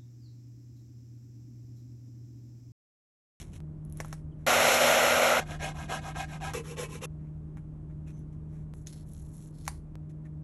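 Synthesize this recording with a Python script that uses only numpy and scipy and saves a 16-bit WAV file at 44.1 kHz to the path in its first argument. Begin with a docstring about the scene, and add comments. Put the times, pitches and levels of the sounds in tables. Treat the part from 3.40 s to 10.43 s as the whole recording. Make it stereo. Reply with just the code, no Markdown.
"""A small workshop, close to a phone with two microphone ports: protective film goes onto a bike frame. A
machine hums throughout, and the background's level steps up and down at a few moments. Fingers brush the film,
which buckles and ticks as it is laid down. A blower's turbulent jet warms it, then a felt-edged squeegee rubs
it to and fro, and stick-slip friction excites the modes of the hollow tube. Last, threads of glue rupture as
the next piece is peeled off its backing paper and snaps free."""
import sys
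import numpy as np
from scipy import signal
from scipy.fft import rfft, irfft, next_fast_len
from scipy.io import wavfile
from scipy.ndimage import uniform_filter1d, map_coordinates

SR = 44100
rng = np.random.default_rng(int(sys.argv[2]) if len(sys.argv) > 2 else 0)


def store_pcm(level_fs):
    """Save levels as 16-bit WAV."""
    pcm = np.round(np.clip(level_fs, -1, 1) * 32767).astype(np.int16)
    wavfile.write(sys.argv[1], SR, np.atleast_2d(pcm).T)


N = 310023
TIME = np.arange(N) / SR
SIZE = next_fast_len(N + SR // 2, real=True) // 2 * 2
FREQ = np.maximum(np.arange(SIZE // 2 + 1) * SR / SIZE, 1)


def undb(db):
    """Decibels to amplitude ratio."""
    return 10 ** (np.asarray(db) / 20)


def unit(x):
    """Normalisation to rms 1."""
    return x / np.sqrt(np.mean(x ** 2))


def over_hz(rows):
    """Interpolation of rows (frequency_hz, value) on a log-frequency axis."""
    hz, value = np.transpose(rows)
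    return np.interp(np.log(FREQ), np.log(hz), value)


def through(x, response):
    """Linear filtering: the spectrum is multiplied by a frequency response."""
    return irfft(rfft(x, SIZE) * response, SIZE)[..., :N]


def colour(x, spectrum):
    """Minimum-phase filtering to a spectral shape; white noise keeps its power."""
    gain = unit(undb(over_hz(spectrum)))
    cepstrum = irfft(np.log(gain), SIZE)
    cepstrum[1:SIZE // 2] *= 2
    cepstrum[SIZE // 2 + 1:] = 0
    return through(x, np.exp(rfft(cepstrum)))


def resonate(x, modes):
    """Modal superposition: damped resonators (pitch_hz, bandwidth_hz, gain_db) in parallel."""
    responses = (undb(db) / (1 + 1j * (FREQ ** 2 - hz ** 2) / (FREQ * width)) for hz, width, db in modes)
    return through(x, sum(responses))


def wander(rate):
    """Smooth random fluctuation of rms 1, changing about rate times a second."""
    hold = max(int(SR / rate), 1)
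    steps = np.repeat(rng.standard_normal(N // hold + 1), hold)[:N]
    return unit(uniform_filter1d(uniform_filter1d(steps, hold), hold))


def tone(hz, db, waver, rate):
    """Frequency modulation: a sine of rms level db whose pitch wanders by the fraction waver."""
    pitch_hz = hz * (1 + waver * wander(rate))
    return undb(db) * np.sqrt(2) * np.sin(2 * np.pi * np.cumsum(pitch_hz) / SR)


def detune(x, delay_s, rate):
    """Delay modulation: a slowly wandering delay bends all frequencies together."""
    return map_coordinates(x, [(TIME + delay_s * wander(rate)) * SR], order=3)


def grains(rate, spread_db):
    """Shot noise of rms 1: rate impulses a second; spread_db makes a few much larger."""
    size = undb(spread_db * np.minimum(rng.exponential(size=N), 4))
    return unit((rng.random(N) < rate / SR) * size * rng.standard_normal(N))


def swing(start, end, fastest=0.35):
    """Speed of a hand stroke from rest to rest, peaking at the fraction fastest of its length."""
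    turn = start + np.clip(fastest, .05, .95) * (end - start)
    return np.sin(np.pi / 2 * np.interp(TIME, [start, turn, end], [0, 1, 0]))


# Phase lead of the left port over the right: frequency_hz, lead_rad
PORT_PHASE = [(300, 0), (800, 1.1), (1210, .1), (2300, .4), (3300, .4), (4100, 1.1), (4850, 3.1),
              (5300, 5.2), (8270, 8.8), (9700, 9.55), (11000, 11), (11900, 12.56)]
# Level of the left port over the right: frequency_hz, gain_db
PORT_BALANCE = [(60, -1), (200, -3), (360, -8.5), (650, -1.5), (1180, 4), (2140, 2), (3870, -1),
                (12700, -1)]
def ports(x, pan_db):
    """Diffraction: the phone's body delays and shades the direct sound at one port."""
    lead = undb((over_hz(PORT_BALANCE) + pan_db) / 2) * np.exp(.5j * over_hz(PORT_PHASE))
    return through(x, np.array([lead, 1 / lead]))


def room(x, t60, wet_db):
    """Reverberation: reflections off bench and walls, unlike at each port, fall 60 dB in t60 seconds."""
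    t = TIME[:SR // 2]
    tail = rng.standard_normal((2, len(t))) * np.exp(-np.log(1000) * t / t60) * (t > .003)
    tail /= np.sqrt(np.sum(tail ** 2, axis=1, keepdims=True))
    return undb(wet_db) * through(x, rfft(tail, SIZE))


def held_levels(rows, blend_s):
    """Step functions: each level in rows (start_s, level_db, ..) holds, then ramps to the next."""
    starts, *columns = np.transpose(rows)
    step = np.searchsorted(starts, TIME, side="right") - 1
    return [uniform_filter1d(db[step], int(blend_s * SR)) for db in columns]


# Partials of the machine's hum: pitch_hz, relative_db
HUM_PARTIALS = [(76.3, -55), (153.1, -41.5), (306.2, -58.5), (612, -71)]
# Spectrum of the room's rumble: frequency_hz, relative_db
RUMBLE_SPECTRUM = [(15, -40.5), (35, -12), (55, -3.5), (75, 2.5), (115, -7.5), (190, -8.5), (260, -14.5),
                   (340, -17.5), (500, -27.5), (1000, -34.5), (2000, -48), (4500, -60.5), (9000, -57),
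                   (13000, -71.5)]
# Steady stretches of the background: start_s, hum_gain_db, rumble_gain_db, drone_gain_db
BACKGROUND_STEPS = [(0, -12.5, -45, -55), (.204, -1.5, -46.5, -54), (1.064, -10.5, -49.5, -70.5),
                    (2.006, -1.5, -44, -52.5), (3.133, -3.5, -45, -62), (3.66, -1.5, -46, -53),
                    (5.338, -5, -46.5, -52), (6.555, 0, -47, -78)]
def workshop():
    """Diffuse-field coherence: under a machine's hum and a drone, rumble is alike only in the bass."""
    hum_db, rumble_db, drone_db = held_levels(BACKGROUND_STEPS, blend_s=.02)
    hum = sum(tone(hz, db + 0.59 * wander(5), waver=.003, rate=8) for hz, db in HUM_PARTIALS)
    drone = tone(hz=35.1, db=drone_db + 2 * wander(6), waver=0.087, rate=8.7)
    rumble = colour(rng.standard_normal((3, N)), RUMBLE_SPECTRUM) * undb(rumble_db)
    coherence = 1 / (1 + (FREQ / 900) ** 2)
    common = through(rumble[0], np.sqrt(coherence))
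    diffuse = through(rumble[1:], 1.15 * np.sqrt(1 - coherence))
    return ports(common + hum * undb(hum_db) + drone, pan_db=-1.26) + diffuse


# Spectra of brushing skin and of the duller fingertip: frequency_hz, relative_db
SKIN_SPECTRUM = [(400, -3.5), (1200, -12), (2300, -1.5), (4500, -7), (6500, -4.5), (10300, 3.5),
                 (12500, -22)]
FINGERTIP_SPECTRUM = [(300, -7.5), (1200, -2.5), (2300, -1), (3500, -19), (12000, -34.5)]
# Finger strokes on the film: start_s, end_s, level_db, fingertip_relative_db
FINGER_STROKES = [(-.04, 0.057, -47.5, -18), (0.047, .13, -65.5, -10), (0.118, 0.19, -53.5, -20),
                  (0.457, 0.613, -76, -27), (0.54, 0.82, -59.5, -5.5), (0.977, 1.065, -75, 1),
                  (3.782, 3.922, -84.5, 10), (4.164, 4.203, -71.5, 7), (4.485, 4.542, -81.5, 8),
                  (4.663, 4.729, -60.5, -6.5), (4.717, 4.857, -72.5, -10.5), (4.92, 4.955, -71, -6),
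                  (5.082, 5.265, -71.5, -3), (6.691, 6.722, -65, -8), (6.846, 6.881, -68.5, 4)]
# Fingertip squeaks: start_s, end_s, pitch_hz, level_db
FINGER_SQUEAKS = [(0.913, .945, 3060, -76.5), (4.66, 4.725, 2550, -67), (4.715, 4.835, 6150, -75),
                  (6.847, 6.874, 1785, -65)]
def fingers():
    """Sliding friction: skin brushes over the film and squeaks faintly where it grips."""
    touch = sum(undb(db) * swing(start, end) for start, end, db, _ in FINGER_STROKES)
    press = sum(undb(db + dull_db) * swing(start, end) for start, end, db, dull_db in FINGER_STROKES)
    squeaks = sum(tone(hz, db, waver=.04, rate=630) * swing(start, end)
                  for start, end, hz, db in FINGER_SQUEAKS)
    slips = grains(rate=3300, spread_db=2)
    sound = colour(slips * touch, SKIN_SPECTRUM) + colour(slips * press, FINGERTIP_SPECTRUM) + squeaks
    return ports(sound, pan_db=-0.5) + room(sound, t60=.2, wet_db=-16.5)


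# Spectra of a sharp crack and of the sheet's body: frequency_hz, relative_db
CRACK_SPECTRUM = [(500, -25.5), (2400, -6), (4500, 0.5), (7000, 1.5), (10300, 1.5), (12500, -15)]
SHEET_SPECTRUM = [(150, -18), (450, -6.5), (850, 0), (1500, -3.5), (2400, -7.5), (4500, -21), (9000, -35.5)]
# Buckles of film and paper: start_s, crack_gain_db, body_relative_db, t60_s
BUCKLES = [(0.0155, -32.5, -9, 0.01), (.602, -25.5, 4, 0.028), (.6469, -39.5, 6.5, 0.024),
           (0.7274, -31, 3, 0.036), (1.343, -10, -18, 0.024), (3.1356, -26, -2.5, 0.022),
           (4.1708, -47, 5, .01), (5.4702, -27.5, -24, 0.018), (5.48, -43, -22, .008),
           (6.253, -35, -18.5, 0.0118), (6.265, -38, 0, .02), (6.2785, -13, -3.5, 0.011)]
def crinkles():
    """Snap-through buckling: a bright crack and, when a large patch flips, a papery knock and flutter."""
    crack, body = np.zeros((2, N))
    for start, db, body_db, t60 in BUCKLES:
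        first = int(start * SR)
        age = TIME[:min(SR // 10, N - first)]
        burst = undb(db) * rng.standard_normal(len(age)) * np.exp(-np.log(1000) * age / t60)
        crack[first:first + len(age)] += burst
        body[first:first + len(age)] += 0.75 * undb(body_db) * burst
        body[first + SR // 1000] += undb(db + body_db + 14)  # the knock
    sound = undb(-7) * (colour(crack, CRACK_SPECTRUM) + colour(body, SHEET_SPECTRUM))
    reflections = room(sound, t60=.045, wet_db=-6.5) + room(sound, t60=0.24, wet_db=-13)
    return ports(sound, pan_db=0.0) + reflections


# Spectrum of a dry tick: frequency_hz, relative_db
DRY_TICK_SPECTRUM = [(300, 17), (2000, 0), (12000, -15.5)]
# Ticks that fall on some of the background's steps: start_s, impulse_db
DRY_TICKS = [(0.204, -26.5), (5.338, -25), (6.555, -23)]
def dry_ticks():
    """Impulse response of a broad filter: single ticks with no ring, the same at both ports."""
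    impulses = np.zeros(N)
    for start, db in DRY_TICKS:
        impulses[int(start * SR)] += undb(db)
    return colour(impulses, DRY_TICK_SPECTRUM)


# Spectrum of a sticky tick: frequency_hz, relative_db
TACK_SPECTRUM = [(1000, -28), (4000, -16), (7500, -8), (10500, 11), (13000, -18.5)]
# Spots of glue letting go: start_s, relative_db
GLUE_RELEASES = [(.4499, -40.5), (0.498, -41.5), (.5237, -29.5), (.5716, -27.5), (.658, -34), (.6823, -36),
                 (4.7914, -48), (5.131, -54), (5.6887, -40), (5.734, -33), (5.967, -35)]
def sticky_ticks():
    """Adhesive failure: each spot of glue lets go in one high-pitched impulse."""
    impulses = np.zeros(N)
    for start, db in GLUE_RELEASES:
        impulses[int((start + .001) * SR)] += undb(db + 7)
    sound = colour(impulses, TACK_SPECTRUM)
    return ports(sound, pan_db=-1) + room(sound, t60=0.094, wet_db=-12)


BLOWER_ON_S, BLOWER_OFF_S = 1.0645, 2.006
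# Spectrum of the hot-air jet: frequency_hz, relative_db
JET_SPECTRUM = [(30, -49.5), (60, -33.5), (160, -21.5), (400, -15.5), (470, -8.5), (530, 2), (620, 0),
                (780, -4), (1000, -11.5), (1400, -9), (1720, -13.5), (2100, -9), (3600, -17), (4900, -16),
                (6000, -19), (10000, -15), (11500, -18.5), (12900, -36)]
# Modes of the air gap between nozzle and frame: pitch_hz, bandwidth_hz, gain_db
GAP_MODES = [(1319, 330, 0.5), (780, 200, -1)]
# The gap's ring against the roar as the nozzle moves: time_s, relative_db
GAP_RING = [(1.064, -17), (1.15, -9), (1.38, -20), (1.58, -12), (1.72, -12), (1.92, -7)]
# Motor and fan tones: pitch_hz, relative_db
MOTOR_TONES = [(242.4, -43.5), (608, -40), (1208, -51.5), (1367, -44), (1426, -40.5), (1508, -47.5),
               (1994, -45), (2062, -47.5), (2313, -49), (2708, -52.5), (2855, -48), (3204, -55),
               (3897, -49), (5836, -51.5)]
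def blower():
    """Turbulence: a jet roars against the frame and rings the gap under the nozzle; the motor whines."""
    starting = np.exp(-np.maximum(TIME - BLOWER_ON_S, 0) / 0.012)  # dies away as the jet builds up
    away = np.exp(np.minimum(TIME - BLOWER_OFF_S, 0) / .2)  # the nozzle withdraws: weaker and duller
    roar = colour(rng.standard_normal(N), JET_SPECTRUM) * undb(0.56 * wander(60))
    treble = through(roar, 1 / (1 + (2500 / FREQ) ** 4))
    treble_db = -0.06 - 3 * away + .6 * wander(12)
    gap = unit(resonate(resonate(rng.standard_normal(N), GAP_MODES), GAP_MODES))
    gap *= undb(np.interp(TIME, *np.transpose(GAP_RING)))
    jet = (roar + (undb(treble_db) - 1) * treble + gap) * undb(-21.5 - 3.5 * starting - 3 * away)
    whine = sum(tone(hz, db + 0.5, waver=.0045, rate=70) for hz, db in MOTOR_TONES)
    running = np.clip((TIME - BLOWER_ON_S) / 0.0011, 0, 1) * np.clip((BLOWER_OFF_S - TIME) / 0.0082, 0, 1)
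    scattered = resonate(jet, [(3300, 2400, 0)])  # the frame scatters mostly the upper middle
    return running * (ports(jet + whine, pan_db=1.0) + room(scattered, t60=0.038, wet_db=-7.0))


# Squeegee rubs: start_s, length_s, level_db, place on the tube ("middle" or "end")
RUBS = [(1.911, .27, -34, "middle"), (2.186, .29, -34, "middle"), (2.474, 0.26, -33, "middle"),
        (2.74, .25, -36, "middle"), (2.997, 0.27, -36.5, "middle"), (3.09, .27, -36, "end"),
        (3.358, 0.24, -35, "end"), (3.605, 0.21, -36, "end")]
def rubbing(place, since, until):
    """Friction envelopes: force and hiss grow with speed through a firm push and a lighter return."""
    force, hiss = np.zeros((2, N))
    for start, length, db, where in RUBS:
        if where == place:
            turn = start + length / 2
            push = swing(start, turn, fastest=0.42)
            back = swing(turn, start + length, fastest=0.55)
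            force += undb(db) * (push ** 1.21 + undb(-10) * back)
            hiss += undb(db) * (push ** 1.85 + undb(-8.5) * back ** 1.3)
    touching = np.clip(np.minimum(TIME - since, until - TIME) / .0045, 0, 1)
    return force * touching, hiss * touching


MOVE_TO_END_S, RUBBING_STOPS_S = 3.133, 3.66
# Modes of the tube, rubbed at its middle and at its end: pitch_hz, bandwidth_hz, gain_db
MIDDLE_MODES = [(761, 74, 1), (990, 120, -9.5), (1256, 76, -11), (1582, 71, -5), (2120, 85, -12),
                (2453, 65, -12.5), (2820, 52, -18), (3256, 140, -25.5), (3770, 27, -25)]
END_MODES = [(468, 28, 5), (845, 84, -10), (1038, 45, -7), (1590, 39, -20.5), (1926, 88, -17),
             (2280, 34, -11.5), (2400, 50, -17), (2600, 65, -11.5), (2940, 42, -21), (3410, 26, -21)]
# Spectra of the felt's scrape and of its fibres' hiss: frequency_hz, relative_db
SCRAPE_SPECTRUM = [(200, -4), (500, -5.5), (900, 0), (2600, -7.5), (4300, -21.5), (8000, -9),
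                   (13000, -48.5)]
FIBRE_SPECTRUM = [(1500, -22), (3500, -11), (5000, -2), (6200, -3.5), (8000, 1), (10400, 6.5), (11500, -4),
                  (12900, -43)]
def squeegee():
    """Stick-slip friction: felt fibres catch and slip, driving the tube's modes and hissing themselves."""
    middle_force, middle_hiss = rubbing("middle", BLOWER_OFF_S - .005, MOVE_TO_END_S)
    end_force, end_hiss = rubbing("end", MOVE_TO_END_S, RUBBING_STOPS_S)
    hiss = undb(-3) * middle_hiss + undb(3) * end_hiss
    slips = grains(rate=6000, spread_db=0.0) * undb(1.3 * wander(70))
    # the pressing hand loads the tube differently as it moves
    middle_ring = detune(resonate(slips * middle_force, MIDDLE_MODES), delay_s=.0007, rate=12)
    end_ring = detune(resonate(slips * end_force, END_MODES), delay_s=.0005, rate=14)
    treble_rolloff = 1 / (1 + (FREQ / 9500) ** 8)  # dulls the tube's ring above 9.5 kHz
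    tube = through(undb(20.0) * middle_ring + undb(21.0) * end_ring, treble_rolloff)
    scrape = undb(-8.5) * colour(slips * (middle_force + end_force), SCRAPE_SPECTRUM)
    fibres = undb(-6) * colour(grains(rate=11000, spread_db=2.5) * hiss, FIBRE_SPECTRUM)
    direct = ports(tube, pan_db=-2.0) + ports(scrape + fibres, pan_db=0.8)
    reflections = room(tube + scrape, t60=0.098, wet_db=-6) + room(fibres, t60=0.11, wet_db=-13.5)
    abrupt_stop = np.clip((RUBBING_STOPS_S - TIME) / 0.0036, 0, 1)
    return abrupt_stop * (direct + reflections)


# Spectrum of fine glue threads breaking: frequency_hz, relative_db
GLUE_SPECTRUM = [(600, -18), (1500, -10.5), (3200, -21), (4400, -15), (5600, -7), (7500, 0.5), (10300, 11),
                 (11500, -3), (12600, -29)]
# Modes of the backing paper: pitch_hz, bandwidth_hz, gain_db
BACKING_MODES = [(2050, 250, -14), (2760, 230, -25), (3550, 270, -20), (4800, 590, 4)]
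# Pulls that lift the film: start_s, end_s, level_db, flex_relative_db, fastest_fraction
PEEL_PULLS = [(5.336, 5.462, -63, -22, 0), (5.46, 5.654, -54.5, -2, 0.07), (5.645, 5.905, -58, -18.5, 0.37),
              (5.835, 6.117, -56, -21, 0.65), (6.103, 6.405, -58.5, -3.5, 0.55)]
def peel():
    """Rupture under tension: glue threads snap in spurts at each pull; the flexing backing paper rings."""
    pull, flex = np.zeros((2, N))
    for start, end, db, flex_db, fastest in PEEL_PULLS:
        lift = undb(db) * swing(start, end, fastest)
        pull += lift
        flex += undb(flex_db) * lift
    threads = grains(rate=9000, spread_db=3.6) * undb(2.8 * wander(130) + .3)
    snaps = undb(-12.5) * grains(rate=260, spread_db=1.5)  # thicker threads break singly
    crackle = colour(threads * pull, GLUE_SPECTRUM) + colour(snaps * pull, CRACK_SPECTRUM)
    paper = undb(6.5) * resonate((threads + snaps) * flex, BACKING_MODES)
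    sound = crackle + paper
    return ports(sound, pan_db=1.0) + room(sound, t60=0.096, wet_db=-28)


def scene():
    """Superposition: the pressures of all sources add at the two ports."""
    return blower() + squeegee() + peel() + fingers() + crinkles() + dry_ticks() + sticky_ticks() + workshop()


def record(dry):
    """Band limiting: the phone's steep low-pass filter cuts the treble above 13 kHz."""
    return signal.sosfilt(signal.ellip(10, .2, 80, 13000, fs=SR, output="sos"), dry)


dry = scene()
out = record(dry)
store_pcm(out)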